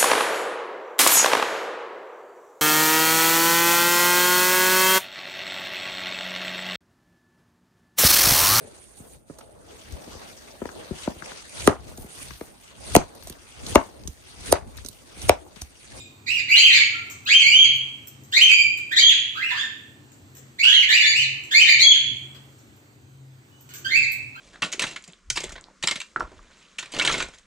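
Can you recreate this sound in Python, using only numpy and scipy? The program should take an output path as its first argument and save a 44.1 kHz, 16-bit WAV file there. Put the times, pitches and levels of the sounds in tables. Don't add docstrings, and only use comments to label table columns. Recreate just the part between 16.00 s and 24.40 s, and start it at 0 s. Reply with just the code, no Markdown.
import sys
import numpy as np
from scipy import signal
from scipy.fft import rfft, irfft, next_fast_len
from scipy.io import wavfile
from scipy.ndimage import uniform_filter1d

SR = 44100
rng = np.random.default_rng(int(sys.argv[2]) if len(sys.argv) > 2 else 0)


def nominal_scale(level):
    x = np.asarray(level, float) / 20
    return 10 ** x


def unload_wav(signal):
    wavfile.write(
        sys.argv[1],
        SR,
        np.round(np.clip(np.atleast_2d(signal).T, -1, 1) * 32767).astype(np.int16),
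    )


N = 370440
LEAD = SR // 2


def evened(x):
    return x / np.sqrt(np.mean(x ** 2) + 1e-20)


def read(points, hz):
    f, value = np.transpose(points)
    return np.interp(np.log(hz + 1), np.log(f + 1), value)


def wander(count, hz):
    b, a = signal.butter(2, min(hz, 9000) / (SR / 2))
    noise = rng.standard_normal(count + 4000)
    return evened(signal.filtfilt(b, a, noise)[2000:count + 2000])


def add(mix, s, sound):
    part = mix[LEAD + round(s * SR):][:len(sound)]
    part += sound[:len(part)]


def path(brightness_db, hoarseness, points):
    # f/Hz (pitch), level/dB
    overtones = [(1400, -4.5), (1900, -10.5), (2350, -7.5), (2900, -10), (3300, -9.5)]
    usual_db, purer = -18, 0.37
    hoarse_low, clear_hz = .6, 2700
    rasp, quick = .06, 6
    fall_loss_db = 4
    s, hz, effort_db = np.transpose(points)
    octaves_per_s = np.gradient(np.log2(hz), s)
    over_db = brightness_db + read(overtones, hz) - purer * (effort_db - usual_db)
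    hoarse = hoarseness * (1 + hoarse_low * np.log2(clear_hz / hz))
    hoarse = np.clip(hoarse + rasp * np.minimum(abs(octaves_per_s) / quick, 1), 0, 1)
    effort_db = effort_db - fall_loss_db * np.clip(-octaves_per_s / quick, 0, 1)
    return np.transpose([s, hz, effort_db, over_db, hoarse])


def syllable(rows):
    # f/Hz, level/dB
    throat = [(900, -12.5), (1800, -5), (2600, 2.5), (3400, 1.5), (4000, 4), (4750, -1.5), (5150, -18),
              (5700, -12.5), (6900, -4), (8400, -14.5), (12000, -17.5), (13500, -29), (16000, -8)]
    s, *columns = np.transpose(rows)
    t = np.arange(s[0], s[-1], 1 / SR)
    smooth = (uniform_filter1d(np.interp(t, s, c), 200, mode="nearest") for c in columns)
    hz, effort_db, over_db, hoarse = smooth
    gliding = np.clip(abs(np.gradient(hz)) * SR / 9000, .3, 1)
    hz = hz * (1 + (0.026 + .03 * hoarse) * gliding * wander(len(t), hz=51.4))
    flutter = wander(len(t), hz=390.0)
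    phase = 2 * np.pi * np.cumsum(hz) / SR + .52 * hoarse * flutter
    tremor_db = (1.3 + 4.16 * hoarse) * np.clip(wander(len(t), hz=60), -2, 2)
    voice = np.zeros(len(t))
    for k in range(1, 12):
        fall_db = (k > 1) * over_db - 3.37 * max(k - 2, 0)
        partial = np.cos(k * phase) * (k * hz < 16000)
        voice += nominal_scale(fall_db + read(throat, k * hz)) * partial
    hiss = signal.lfilter([1, -.6], [1], rng.standard_normal(len(t)))
    breath = nominal_scale(-14 + 0.23 * over_db) * np.clip(hoarse, .12, .3) * hiss
    edge = np.minimum(1, np.minimum(t - s[0], s[-1] - t) / 0.008)
    return s[0], np.sqrt(2) * nominal_scale(effort_db + tremor_db) * (voice + breath) * edge


def room(x):
    # f/Hz, t60/s
    decay = [(500, 0.35), (1500, 0.65), (2500, 0.74), (3500, 0.58), (5000, 0.5), (7000, 0.51),
             (12000, 0.17)]
    early_db, early_t60 = 4, .12
    length, out = SR, np.zeros((2, len(x)))
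    head_turn = np.pi * np.arange(len(x)) / SR * 1.3
    for k in range(3):
        taps = np.zeros((2, length))
        slots = np.arange(260, length - 20, 12)
        at = slots + rng.integers(0, 12, (2, len(slots)))
        np.put_along_axis(taps, at, rng.choice([-1., 1.], at.shape), 1)
        hz, t, z = signal.stft(taps, SR, nperseg=128)
        dying = nominal_scale(-60 * t / read(decay, hz)[:, None])
        early = 1 + nominal_scale(early_db - 60 * t / early_t60)
        tail = signal.istft(z * dying * early, SR, nperseg=128)[1]
        tail = tail / np.linalg.norm(tail[0])
        share = np.sqrt(2 / 3) * np.cos(head_turn + k * np.pi / 3)
        out += signal.fftconvolve((x * share)[None], tail, axes=1)[:, :len(x)]
    return out


def floor():
    # t/s, level/dB
    breathing = [(0.0, -55.5), (1.199, -53), (4.199, -56), (5.302, -53.5), (6.401, -54.5), (7.301, -60),
                 (7.902, -52), (8.4, -57.5)]
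    # f/Hz, likeness/1
    likeness = [(60, 1), (150, 0.88), (380, 0.69), (950, 0.061), (2380, -0.47), (5980, 0.69), (15000, -1.3)]
    # f/Hz, level/dB per Hz
    colour = [(20, -40), (50, -34.5), (75, -20), (100, 3), (140, -9), (165, -14.5), (280, -7.5), (520, -20),
              (900, -22), (4400, -28.5), (5400, -33.5), (7500, -27), (12000, -26), (14000, -28.5),
              (16000, -24)]
    frames, hz = N // 512 + 5, np.fft.rfftfreq(2048, 1 / SR)
    a, b, c, d, patches = rng.standard_normal((frames, 1025, 5)).T
    patches = evened(uniform_filter1d(uniform_filter1d(patches, 20, 0), 10, 1))
    s, level_db = np.transpose(breathing)
    swell_db = np.interp(np.arange(frames) * 512 / SR, s, level_db) - np.mean(level_db)
    same = np.clip(read(likeness, hz), -1, 1)[:, None]
    left = a + 1j * b
    right = same * left + np.sqrt(1 - same ** 2) * (c + 1j * d)
    z = np.array([left, right])
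    z *= nominal_scale(read(colour, hz)[:, None] + 1.7 * patches + swell_db)
    return nominal_scale(-49) * evened(signal.istft(z, nperseg=2048, noverlap=1536)[1][:, :N])


def drone():
    # t/s (peak), level/dB, half-length/s
    swells = [(.8, -59, 0.31), (1.702, -47.5, 0.29), (2.201, -51.5, 0.092), (3.089, -58, .12),
              (3.604, -72.5, 0.33), (4.061, -60, 0.079), (4.421, -54.5, 0.14), (4.68, -51.5, 0.046),
              (5.262, -43.5, 0.14), (5.767, -48.5, 0.11), (6.221, -47.5, 0.351), (6.95, -58, 0.091),
              (7.25, -46.5, 0.17), (7.745, -54, 0.22), (8.035, -49, 0.06), (8.296, -56.5, 0.33)]
    rest_db, drop_db = -75, -11
    t = np.arange(N) / SR
    level = nominal_scale(rest_db) + sum(nominal_scale(db + drop_db * ((t - s) / half) ** 2) for s, db, half in swells)
    hz = 132.5 + 2.3 * wander(N, hz=3.2)
    return np.sqrt(2) * level * np.sin(2 * np.pi * np.cumsum(hz) / SR)


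def tick(row):
    s, peak_db, middle_db, dull_db, t60 = row
    t = np.arange(6000) / SR
    noise = rng.standard_normal(len(t))

    def band(low_hz, high_hz):
        sos = signal.butter(2, [low_hz, high_hz], "band", fs=SR, output="sos")
        return evened(signal.sosfilt(sos, noise))

    bright, middle, dull = band(9500, 16000), band(6000, 8600), band(900, 4800)
    middle_db = min(middle_db, 6)
    scratch = bright + nominal_scale(middle_db) * middle + nominal_scale(dull_db) * dull
    scratch = nominal_scale(-60 * t / max(t60, .003)) * scratch
    wire = nominal_scale(middle_db - 14 - 60 * t / .15) * np.sin(2 * np.pi * 7530 * t)
    return s, nominal_scale(peak_db) * (scratch + wire)


def scene():
    # (t/s, pitch f/Hz, effort
    # level/dB)
    calls = [
        (18.5, 1, [(-.35, 2500, -32.5), (-.3, 2400, -23.5), (-.29, 3600, -25.5), (-.2, 3766, -30.5)]),
        (2.5, 0.45, [(.258, 2480, -32), (.266, 2410, -31), (.272, 1764, -28.5), (.283, 2516, -24), (.305, 2720, -29.5), (.355, 2912, -23.5), (.375, 2566, -21), (.39, 1960, -21.5), (.405, 1700, -38)]),
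        (-5.5, 0.34, [(.475, 1575, -33), (.495, 2232, -22.5), (.515, 2430, -15), (.53, 2780, -16.5), (.56, 3072, -18), (.6, 3176, -14.5)]),
        (12, 0.2, [(.543, 1550, -29), (.558, 1920, -20), (.575, 2050, -18), (.587, 2260, -19), (.6, 2350, -22)]),
        (0.5, 0.31, [(.598, 2500, -18), (.615, 2800, -20), (.635, 3157, -12.5), (.66, 3010, -5.5), (.68, 2250, -11.5), (.715, 1855, -16)]),
        (6.5, 0.57, [(.715, 1855, -27), (.745, 2361, -11), (.765, 2252, -10), (.78, 1406, -16.5)]),
        (-0.5, 0.13, [(.785, 1874, -35.5), (.81, 2237, -19.5), (.835, 2160, -31)]),
        (-21, .05, [(.925, 1373, -27.5), (1.01, 1390, -47)]),
             (3.5, 0.084, [(1.257, 1251, -33), (1.285, 1763, -22), (1.297, 2111, -21), (1.31, 2318, -12.5), (1.33, 2695, -14.5), (1.347, 3168, -9.5), (1.385, 3251, -13), (1.41, 2368, -16.5), (1.45, 2106, -21)]),
        (2, 0.15, [(1.45, 1995, -13), (1.475, 2405, -15), (1.5, 2336, -23), (1.525, 2765, -13), (1.55, 3125, -12.5), (1.62, 3276, -9), (1.67, 1685, -27)]),
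        (6, 0.3, [(2.322, 1431, -22.5), (2.345, 2003, -27.5), (2.37, 2308, -9), (2.405, 2718, -23.5), (2.415, 3119, -1), (2.445, 3286, -19.5), (2.485, 2544, -26)]),
        (1.5, 0.053, [(2.485, 2720, -6), (2.51, 2221, -10), (2.56, 2455, -18.5), (2.62, 2340, -13.5)]),
             (-6, 0.4, [(2.907, 1480, -27.5), (2.925, 1873, -21.5), (2.945, 2004, -28)]),
        (11.5, 0.31, [(2.955, 1597, -33.5), (2.968, 1953, -18.5), (2.982, 2102, -21.5), (2.998, 2520, -16.5)]),
        (5, 0.16, [(2.997, 3085, -20), (3.03, 3254, -11.5), (3.07, 3344, -16.5), (3.085, 3314, -5), (3.098, 2630, -14), (3.11, 2130, -17.5), (3.13, 1364, -23)]),
        (-12, .1, [(3.346, 1210, -25), (3.367, 1430, -25), (3.39, 1640, -25), (3.41, 1850, -25), (3.428, 2100, -24)]),
        (-6, 0.25, [(3.422, 2472, -19.5), (3.45, 2782, -32), (3.48, 2860, -25), (3.495, 2395, -29.5), (3.51, 1826, -11), (3.535, 1800, -43)]),
        (-7.5, 0.34, [(3.505, 978, -28), (3.535, 1004, -30), (3.56, 1356, -20)]),
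        (0, 0.08, [(3.558, 1450, -29), (3.58, 1620, -27), (3.6, 1780, -26), (3.632, 1806, -26), (3.652, 1480, -30)]),
             (-1, 0.29, [(4.583, 1658, -26), (4.598, 2207, -21.5), (4.625, 2380, -21), (4.64, 2752, -15.5), (4.68, 2976, -16), (4.72, 3312, -15.5), (4.78, 2975, -16.5), (4.815, 2916, -14), (4.84, 1806, -17.5)]),
        (3, 0.5, [(4.63, 1418, -34), (4.69, 1647, -25), (4.72, 1841, -25), (4.77, 2184, -23)]),
        (2.5, 0.25, [(4.885, 1782, -13.5), (4.9, 1751, -16), (4.912, 2071, -21.5), (4.925, 2260, -16.5), (4.95, 2440, -21), (4.97, 2917, -13.5), (4.988, 2957, -23.5), (5.0, 2320, -7), (5.02, 1832, -22)]),
        (5, 0.057, [(5.02, 1747, -14.5), (5.043, 1782, -17.5), (5.062, 2308, -15), (5.11, 2343, -25), (5.135, 1955, -15)]),
        (4, 0.15, [(5.15, 2446, -16.5), (5.17, 2800, -22), (5.2, 3035, -19.5), (5.25, 1611, -27.5)]),
             (4.3, 0.2, [(5.508, 1514, -19), (5.53, 1755, -16.5), (5.547, 2170, -14.5), (5.585, 2376, -11.5), (5.6, 2714, -16.5), (5.615, 3130, -12.5), (5.64, 2274, -19), (5.655, 1840, -16.5)]),
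        (3.7, 0.13, [(5.655, 1786, -19), (5.675, 1799, -16.5), (5.695, 2398, -10.5), (5.75, 2170, -19)]),
        (14.8, 0.23, [(5.789, 1904, -29), (5.8, 1999, -24), (5.815, 2054, -20.5), (5.828, 2315, -6)]),
        (5.3, 0.11, [(5.825, 3294, -14), (5.86, 3311, -10.5), (5.915, 3422, -6), (5.945, 2083, -27), (5.96, 1440, -19.5)]),
             (-31, .1, [(7.51, 2934, -64), (7.6, 3030, -75)]),
        (-16, 0.092, [(7.69, 1483, -44.5), (7.73, 1460, -50), (7.82, 1450, -78)]),
        (-3.5, 0.17, [(7.844, 1528, -20.5), (7.87, 1712, -30.5), (7.9, 1872, -26), (7.925, 2134, -24), (7.95, 2381, -16), (7.975, 2579, -17.5), (8.0, 2616, -29.5), (8.03, 2329, -17), (8.048, 1634, -31)]),
        (-18, 0.23, [(8.345, 1319, -33.5), (8.37, 1607, -35.5), (8.399, 1510, -49)]),
    ]
    # t/s, peak level/dB, middle
    # level/dB, dull level/dB, t60/s
    ticks = [(1.0997, -37, 0, -8, 0.12), (1.253, -30.5, -9.5, -26, 0.012), (1.7602, -29.5, -25, -11, 0.01),
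             (2.0727, -23.5, -17, -23, 0.015), (2.2358, -44.5, -3, -17, 0.03),
             (2.318, -39.5, 0.5, -20, 0.012), (2.7, -43.5, -19, -27.5, 0.012),
             (2.776, -32, -2, -2.5, 0.013), (4.118, -49.5, 4.5, -2.5, 0.033),
             (4.3511, -40.5, -5, -10.5, 0.052), (4.3689, -39, 0.5, -10, 0.037),
             (5.4378, -43, 6, -23, 0.013), (6.347, -49.5, -0.5, 6.5, 0.068),
             (6.5902, -55.5, 5, -12.5, 0.029), (6.7638, -49, -8, -20, 0.015),
             (6.9456, -58, -6, -15.5, 0.011), (7.6083, -39, -31, -28, 0.035), (7.6905, -45.5, 10, 3, 0.026),
             (7.706, -50, -14, 6, 0.028), (7.7373, -31.5, -3, -8, 0.045), (7.746, -32, -14, -7, 0.019),
             (7.756, -41, 0.5, -24, 0.12), (7.785, -35.5, -15, -16, 0.027), (8.119, -25, -32, -28, 0.045),
             (8.131, -41, -16, -23, 0.015)]
    # t/s, left minus right level/dB
    perches = [(0, 3), (.3, -3.5), (0.603, 2.5), (3.202, 1.5), (3.497, 0), (4.602, 1), (5.602, 3),
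               (7.601, -3), (7.9, 0), (8.4, 2.5)]
    lag = 17
    bird, claws = np.zeros(N + LEAD), np.zeros(N + LEAD)
    for call in calls:
        add(bird, *syllable(path(*call)))
    for row in ticks:
        add(claws, *tick(row))
    near = (nominal_scale(-6) * bird + nominal_scale(-3) * claws)[LEAD:]
    direct = np.array([np.roll(near, lag), near])
    echo = room(nominal_scale(0.5) * bird + nominal_scale(0.5) * claws)[:, LEAD:]
    side_db = np.interp(np.arange(N) / SR, *np.transpose(perches))
    balance = nominal_scale(np.array([side_db, -side_db]) / 2)
    return (direct + echo) * balance + floor() + drone()


def coloured(x, colour_db):
    size = next_fast_len(N)
    return irfft(rfft(x, size) * nominal_scale(colour_db), size)[:, :N]


def thinned(x):
    # f/Hz, level/dB
    mask = [(1000, -66), (4500, -56), (5600, -45), (7000, -55), (8300, -42), (10000, -55), (11700, -46),
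            (15500, -46)]
    # f/Hz, kept while chance of rms 1 is under this/1
    kept = [(8500, 9), (8800, -.8), (11300, -1.3), (11600, 1), (15500, .8)]
    hz, t, z = signal.stft(x, SR, nperseg=2048, noverlap=1536)
    power = (abs(z[:, :1024]) ** 2).reshape(2, 64, 16, -1).mean(2)
    band_db = uniform_filter1d(10 * np.log10(power + 1e-20), size=3, axis=2)
    centre = hz[8:1024:16]
    limit_db = band_db[:, 3:].max(1, keepdims=True) + read(mask, centre)[:, None]
    limit_db += 5.5 * evened(uniform_filter1d(rng.standard_normal(band_db.shape), size=6, axis=2))
    chance = evened(uniform_filter1d(rng.standard_normal(band_db.shape[1:]), size=4, axis=1))
    keep = np.clip((band_db - limit_db) / 2, 0, 1) * (chance < read(kept, centre)[:, None])
    z[:, :1024] *= np.repeat(keep, 16, axis=1)
    return signal.istft(z, SR, nperseg=2048, noverlap=1536)[1][:, :N]


def band_limit(x):
    return signal.sosfilt(signal.butter(12, 16480, fs=SR, output="sos"), x)


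def record(dry):
    # f/Hz, left minus right level/dB
    ports = [(100, 2), (500, 1), (2500, -6), (4500, -1), (8000, 4.5), (13000, -3)]
    # f/Hz, level/dB
    response = [(8400, 0), (8900, -13), (11300, -17), (11600, 0), (15500, 0), (15800, -70)]
    hz = np.fft.rfftfreq(next_fast_len(N), 1 / SR)
    x = coloured(dry, read(ports, hz) * np.array([[.5], [-.5]]))
    power_db = 10 * np.log10(abs(uniform_filter1d((x ** 2).mean(0), 600)) + 1e-12)
    fall = np.arange(N) * 70.0 / SR
    held_db = np.maximum.accumulate(power_db + fall) - fall
    over_db = np.maximum(held_db + 12.5, 0)
    x = x / nominal_scale(0.45 * uniform_filter1d(over_db, 300))
    x = np.clip(x, -.72, .76)
    mix = thinned(coloured(x, read(response, hz)))
    return band_limit(mix)


dry = scene()
out = record(dry)
unload_wav(out)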